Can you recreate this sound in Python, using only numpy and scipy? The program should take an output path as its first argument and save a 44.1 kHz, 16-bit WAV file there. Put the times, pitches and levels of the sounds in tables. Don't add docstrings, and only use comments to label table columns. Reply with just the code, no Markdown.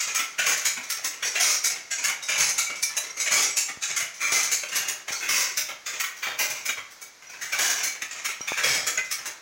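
import sys
import numpy as np
from scipy import signal
from scipy.fft import rfft, irfft, next_fast_len
from scipy.io import wavfile
from scipy.ndimage import map_coordinates

SR = 44100
rng = np.random.default_rng(int(sys.argv[2]) if len(sys.argv) > 2 else 0)


def wav_out(sig):
    wavfile.write(sys.argv[1], SR, np.round(np.clip(np.atleast_2d(sig).T, -1, 1) * 32767).astype(np.int16))


N = 414981
LEAD_S = 0.02


def amp(db):
    return 10 ** (np.asarray(db) / 20)


def unit(x):
    return x / np.sqrt(np.mean(np.abs(x) ** 2) + 1e-20)


def along(points, hz):
    point_hz, values = np.transpose(points)
    return np.interp(np.log(hz + 1), np.log(point_hz), values)


def filtered(x, response):
    size = x.shape[-1]
    padded = next_fast_len(size + SR // 4)
    spectrum = rfft(x, padded) * response(np.fft.rfftfreq(padded, 1 / SR))
    return irfft(spectrum, padded)[..., :size]


def add(track, s, sound):
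    start = round(s * SR)
    sound = sound[max(0, -start):]
    part = track[max(0, start):][:len(sound)]
    part += sound[:len(part)]


def wobble(size, rate):
    knots = np.arange(size) / SR * rate
    return map_coordinates(rng.standard_normal(int(knots[-1]) + 4), [knots])


def resonance(f, hz, width):
    return 1j * f * width / (hz * hz - f * f + 1j * f * width)


def ringing(f, hz, width_hz, gain_db):
    return amp(gain_db) * resonance(f, hz, width_hz)


def own_modes(size, depth_db, ring_s):
    t = np.arange(size) / SR
    cepstrum = rng.standard_normal(size) * np.exp(-t / ring_s) * (1 - np.exp(-t * SR / 20))
    log_response = unit(rfft(cepstrum)) * np.sqrt(2) * np.log(amp(depth_db))
    return unit(np.exp(log_response))


def loom_body(f):
    # pitch in Hz, level in dB against the broad body.
    steel_modes = [(613, -2), (1335, 0), (1862, -5), (2056, -5), (2271, 0), (2368, -2), (3789, -2),
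                   (3929, -3), (4543, -2), (5178, -4), (5620, 0), (6449, -3), (7730, 1), (7924, 0),
                   (9593, -4), (9905, 0), (12263, 2)]
    # frequency in Hz, relative level in dB per Hz.
    body_curve = [(50, -39.5), (135, -24.5), (210, -26.5), (600, -15.5), (922, -16), (1350, -6.5),
                  (2250, -2.5), (3100, -7.5), (4200, -1.5), (6480, 4.5), (8450, -5), (13500, -13.5),
                  (15500, -4.5)]
    # low edge in Hz, high edge in Hz.
    ranges = [(45, 1100), (1100, 3300), (3300, 8300), (8300, 17000)]
    steel = sum(amp(db) * resonance(f, hz, 12 + hz / 600) for hz, db in steel_modes)
    colour = amp(along(body_curve, f)) * (1 + steel)
    body = []
    for k, (low, high) in enumerate(ranges):
        gain = 1 / np.sqrt((1 + (low / (f + 1)) ** 16) * (1 + (f / high) ** 16))
        body.append(colour * gain * 1j ** (k % 2))
    return body


def contacts(size, rate, share):
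    happens = rng.random(size) < rate / SR
    clicks = happens * rng.choice([-1, 1], size) * rng.uniform(0.82, 1, size)
    share = np.clip(share, 0, 1)
    return np.sqrt(share) * unit(clicks) + np.sqrt(1 - share) * rng.standard_normal(size)


def blow(chatter_s):
    t = np.arange(SR // 3) / SR - LEAD_S
    u = np.maximum(t, 0) / max(chatter_s, .002)
    scuff = amp(-9.5 - 60 * np.abs(t) / 0.033)
    settle = np.exp(-u / 2) * (1 - np.exp(-u / 0.088))
    unevenness = amp(1.15 * wobble(len(t), rate=109))
    return contacts(len(t), rate=700, share=0.37) * unevenness * (scuff + settle)


def shower(swell_s):
    u = np.maximum(np.arange(SR // 3) / SR - LEAD_S, 0) / max(swell_s, .01)
    clumps = amp(0.58 * wobble(len(u), rate=90))
    return contacts(len(u), rate=800, share=0.44) * clumps * np.sqrt(u * np.exp(-u * u))


def shake(force, f, body, levels_db, lever_hz, wire_hz):
    size = 2 * (len(f) - 1)
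    modes = own_modes(size, depth_db=4.1, ring_s=.003)
    lever = modes + ringing(f, lever_hz, width_hz=67, gain_db=2.5)
    wire = modes + ringing(f, wire_hz, width_hz=900, gain_db=2)
    drive = rfft(force, size)
    softening = np.exp(-np.arange(len(force)) / SR / 0.22)
    hard = rfft(force * softening, size)
    driven = (drive * modes, drive * lever, drive * wire, hard * modes)
    parts = [unit(colour * part) for colour, part in zip(body, driven)]
    return irfft(amp(levels_db) @ np.array(parts), size) * np.linalg.norm(force)


def stroke(s, part, db, bright_db=0, length=None, ring_hz=None, wire_ring_hz=None, gesture=blow):
    part_sounds = {"treadle": (.03, -41, -25, -28, -36, 2330, 6450),
                   "beater": (.036, -35.5, -25.5, -23.5, -29.5, 2230, 6450),
                   "hooks": (.085, -38.5, -27.5, -22.5, -30, 2170, 5800),
                   "hook bounce": (.018, -44, -34, -26, -31, 2100, 6300),
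                   "lift": (.024, -44, -28.3, -22, -27.5, 2270, 6950),
                   "stop": (.018, -40, -31.5, -38, -45, 2200, 5900),
                   "cord": (.03, -54, -43, -38, -47, 2150, 6000),
                   "throw out": (.035, -50, -31.5, -27.5, -41, 2450, 6970),
                   "run out": (.04, -46, -34, -33.5, -49, 2450, 6600),
                   "catch out": (.02, -43, -24.5, -22.5, -27.5, 2300, 6640),
                   "shuttle bounce": (.021, -41, -25.5, -30, -32.5, 2150, 6400),
                   "throw back": (.02, -50, -30, -23.5, -26, 2220, 5600),
                   "run back": (.04, -47, -39.5, -41, -52, 1750, 6100),
                   "catch back": (.019, -41, -30.5, -24.5, -27.5, 2110, 6400),
                   "heddles": (.04, -46, -36, -35, -45, 2150, 6000),
                   "frame": (.028, -40, -34, -43, -54, 1600, 4600)}
    chatter_s, wood_db, lever_db, wire_db, tick_db, lever_hz, wire_hz = part_sounds[part]
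    levels_db = db + np.array([wood_db, lever_db, wire_db + bright_db, tick_db + bright_db])
    force = gesture(length or chatter_s)
    return s - LEAD_S, force, levels_db, ring_hz or lever_hz, wire_ring_hz or wire_hz


def picks():
    # start in seconds, flight time in seconds,
    # throw strength in dB, catch strength in dB, brightness in dB, box ring in Hz.
    crossings = [(.002, .146, 1.5, .5, 0, 2370), (.9, .144, 0, 1.5, -1, 2160), (1.91, .13, 1, .5, 0, 2850),
                 (2.826, .141, 1, .5, 0, 1730), (3.821, .142, .5, -2, 1, 2140),
                 (4.755, .128, 1, -1, 0, 2100), (5.862, .136, -2.5, -2.5, -2.5, 1900),
                 (6.908, .108, -21, -11, -4, 1870), (8.11, .137, -5, -3, -3, 2120),
                 (9.113, .143, -1, -4.5, -2, 2130)]
    run_s, bounce_s, cord_s = .068, .04, .07
    for k, (s, flight_s, throw_db, catch_db, bright_db, box_hz) in enumerate(crossings):
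        way = "back" if k % 2 else "out"
        yield stroke(s, "throw " + way, throw_db, bright_db)
        yield stroke(s + run_s, "run " + way, throw_db, bright_db)
        yield stroke(s + flight_s, "catch " + way, catch_db, bright_db, ring_hz=box_hz)
        if way == "out":
            yield stroke(s + flight_s + bounce_s, "shuttle bounce", catch_db, bright_db)
        else:
            yield stroke(s - cord_s, "cord", throw_db, bright_db)


def heddles():
    # start in seconds, strength in dB, brightness in dB.
    rattles = [(.28, -11, 1), (1.13, -6, -2), (1.246, 3, 5), (1.699, 0, 0), (2.225, -6, 7), (3.033, -3, 0),
               (3.168, 0, 3), (4.14, -9, 4), (5.12, 0, 5), (6.165, -13, 5), (6.555, -2, -2),
               (7.222, -11, -6), (7.294, -8, -1), (7.78, 3.5, -3), (8.405, -5, -3)]
    for s, db, bright_db in rattles:
        yield stroke(s, "heddles", db, bright_db)


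def iron_clanks():
    # start in seconds, strength in dB, brightness in dB, chatter time in seconds, iron ring in Hz.
    clanks = [(.386, 3.5, -3, .05, 2400), (1.226, 0, -.5, .014, 2430), (1.352, 2, -3, .032, 2730),
              (2.285, 1.5, 0, .05, 2355), (3.2, -6.5, 9.5, .029, 2080), (3.261, -1, -3, .025, 2200),
              (4.205, .5, -1.5, .09, 2340), (4.72, -4, 0, .058, 2800), (5.08, -5.5, 0, .024, 2380),
              (5.21, -5, -3.5, .11, 2160), (6.226, -2, -5, .031, 2330), (6.69, 2.5, -3.5, .011, 2315),
              (7.413, -8, 2, .045, 1970), (7.521, -1.5, -2, .046, 2320), (8.019, -2.5, 0, .014, 2480),
              (8.475, -2, -2.5, .04, 2320), (8.574, 0, -2, .025, 2350), (8.975, 1.5, -7, .015, 1950)]
    for s, db, bright_db, chatter_s, ring_hz in clanks:
        yield stroke(s, "treadle", db, bright_db, chatter_s, ring_hz)


def beats():
    # start in seconds, strength in dB, brightness in dB, hook swell time in seconds,
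    # lever ring in Hz, wire ring in Hz.
    beat_list = [(.462, .5, -1, .05, 2350, 6700), (1.399, -.5, 3, .095, 2190, 5700),
                 (2.38, -.5, 2, .065, 2220, 6470), (3.311, 2.5, -1, .095, 2280, 6700),
                 (4.318, -.5, 1, .082, 2070, 6080), (5.289, 0, -.5, .11, 2160, 5640),
                 (6.388, -.5, -3.5, .05, 2110, 5950), (7.587, .5, -1.5, .11, 1630, 6200),
                 (8.634, 3, -4.5, .1, 2240, 5420)]
    hook_lag_s, hook_bounce_s = .008, .112
    for s, db, bright_db, swell_s, ring_hz, wire_hz in beat_list:
        yield stroke(s, "beater", db, bright_db, None, ring_hz, wire_hz)
        yield stroke(s + hook_lag_s, "hooks", db, bright_db, swell_s, ring_hz, wire_hz, gesture=shower)
        yield stroke(s + hook_bounce_s, "hook bounce", db, bright_db)


def lifts():
    # start in seconds, strength in dB, brightness in dB, stop strength in dB, wire ring in Hz.
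    lift_list = [(.652, 2.5, -1.5, 1, 7000), (1.641, 1, 1.5, -8, 6200), (2.58, 3, -1, 1, 7000),
                 (3.568, .5, 2, -1, 7140), (4.515, 1, .5, 1, 6980), (5.571, -.5, -1, .5, 5860),
                 (6.655, -2, -5, -1, 6680), (7.833, 0, -1, -10, 6260), (8.867, .5, -2, -9, 7400)]
    stop_s = .117
    for s, db, bright_db, stop_db, wire_hz in lift_list:
        yield stroke(s, "lift", db, bright_db, wire_ring_hz=wire_hz)
        yield stroke(s + stop_s, "stop", stop_db, bright_db)


def low_thuds():
    # start in seconds, strength in dB.
    thuds = [(2.088, -1), (4.755, 0), (5.08, -1), (5.88, -6), (6.268, 3), (7.335, -9), (7.54, 1),
             (8.15, -9), (8.58, 1), (8.875, -1), (9.256, -4)]
    for s, db in thuds:
        yield stroke(s, "frame", db)


def looms():
    track, f = np.zeros(N), np.fft.rfftfreq(SR // 2, 1 / SR)
    body = loom_body(f)
    for motion in picks, heddles, iron_clanks, beats, lifts, low_thuds:
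        for s, force, levels_db, lever_hz, wire_hz in motion():
            add(track, s, shake(force, f, body, levels_db, lever_hz, wire_hz))
    return track


def treble_drift(x):
    # time in seconds, gain of the highest treble in dB.
    treble_gain = [(0, -1), (1.6, -4), (2.8, -11), (4.8, -2), (6.2, 6), (7.2, 1), (9.4, -3)]
    top = filtered(x, lambda f: 1 / (1 + (13000 / (f + 1)) ** 20))
    gain_db = np.interp(np.arange(N) / SR, *np.transpose(treble_gain))
    return x + top * (amp(gain_db) - 1)


def short_tones():
    # start in seconds, pitch in Hz, starting rms level of the main tone in dB,
    # time to fade by 60 dB in seconds.
    tone_list = [(.004, 4880, -39, .35), (1.256, 4550, -35, .3), (1.44, 5690, -30, .35),
                 (2.222, 3789, -37, .22), (2.664, 2282, -34, .64), (3.104, 5684, -33, .084),
                 (3.195, 7751, -29, .13), (3.251, 7192, -30, .17), (3.445, 5660, -26.5, .3),
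                 (3.507, 7795, -31, .15), (4.215, 2368, -25.5, .33), (5.154, 4400, -33, .18),
                 (5.865, 5020, -34.5, .18), (6.390, 12270, -31, .17), (7.27, 5860, -44, .17),
                 (8.413, 5740, -27, .09), (8.885, 1327, -34, .2), (8.976, 2045, -24, .28),
                 (8.975, 6700, -12.5, .022)]
    track, t = np.zeros(N), np.arange(SR // 2) / SR
    for s, hz, db, t60 in tone_list:
        twin_hz = hz + rng.uniform(20, 53)
        twin = np.sin(2 * np.pi * (twin_hz * t + rng.random()))
        pair = np.sin(2 * np.pi * hz * t) + 0.22 * twin
        fade = amp(db + 3 - 60 * t / t60)
        add(track, s, pair * fade * (1 - np.exp(-t / .001)))
    return track


def shed(x):
    # frequency in Hz, time to fade by 60 dB in seconds.
    fade_times = [(150, 1), (2000, 0.52), (6000, 0.31), (14000, 0.17)]
    wet, step = np.zeros(N), SR // 4
    for start in range(0, N, step):
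        hz, t, noise = signal.stft(rng.standard_normal(SR // 2), SR, nperseg=256)
        t60 = np.maximum(along(fade_times, hz), .05)[:, None]
        fading = noise * amp(-60 * t / t60) / np.sqrt(t60)
        tail = signal.istft(fading, SR, nperseg=256)[1]
        echo = signal.fftconvolve(x[start:start + step], tail / np.linalg.norm(tail))
        add(wet, start / SR + .005, echo)
    return wet


def far_looms():
    # frequency in Hz, relative level in dB per Hz.
    far_curve = [(25, -24), (110, -17.5), (425, -12.5), (749, -10.5), (2150, -7), (2900, -14.5), (6490, -8),
                 (8270, -23), (13500, -27), (15800, -30.5)]
    wash = unit(filtered(rng.standard_normal(N), lambda f: amp(along(far_curve, f))))
    return wash * amp(-51.5 + 0.86 * wobble(N, rate=9.2))


def bumps():
    # start in seconds, peak in dB before the filter and final gain, pulse time in seconds.
    bump_list = [(3.773, -35.5, 0.0014), (4.028, -41, .0012), (5.106, -33, 0.00097),
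                 (8.408, -25.5, 0.00056), (8.520, -5, 0.00017)]
    track, t = np.zeros(N), np.arange(SR // 20) / SR
    for s, db, length_s in bump_list:
        u = t / max(length_s, 1e-4)
        add(track, s, amp(db) * (1 - u) * np.exp(-u))
    dull = signal.butter(2, [60, 1100], "bandpass", fs=SR, output="sos")
    return amp(5) * signal.sosfilt(dull, track)


def scene():
    near = treble_drift(looms()) + short_tones()
    mono = near + amp(-7.5) * shed(near) + far_looms() + bumps()
    return np.array([mono, mono])


def record(dry):
    top_hz = 15900
    return filtered(dry, lambda hz: hz < top_hz)


dry = scene()
out = record(dry)
wav_out(out)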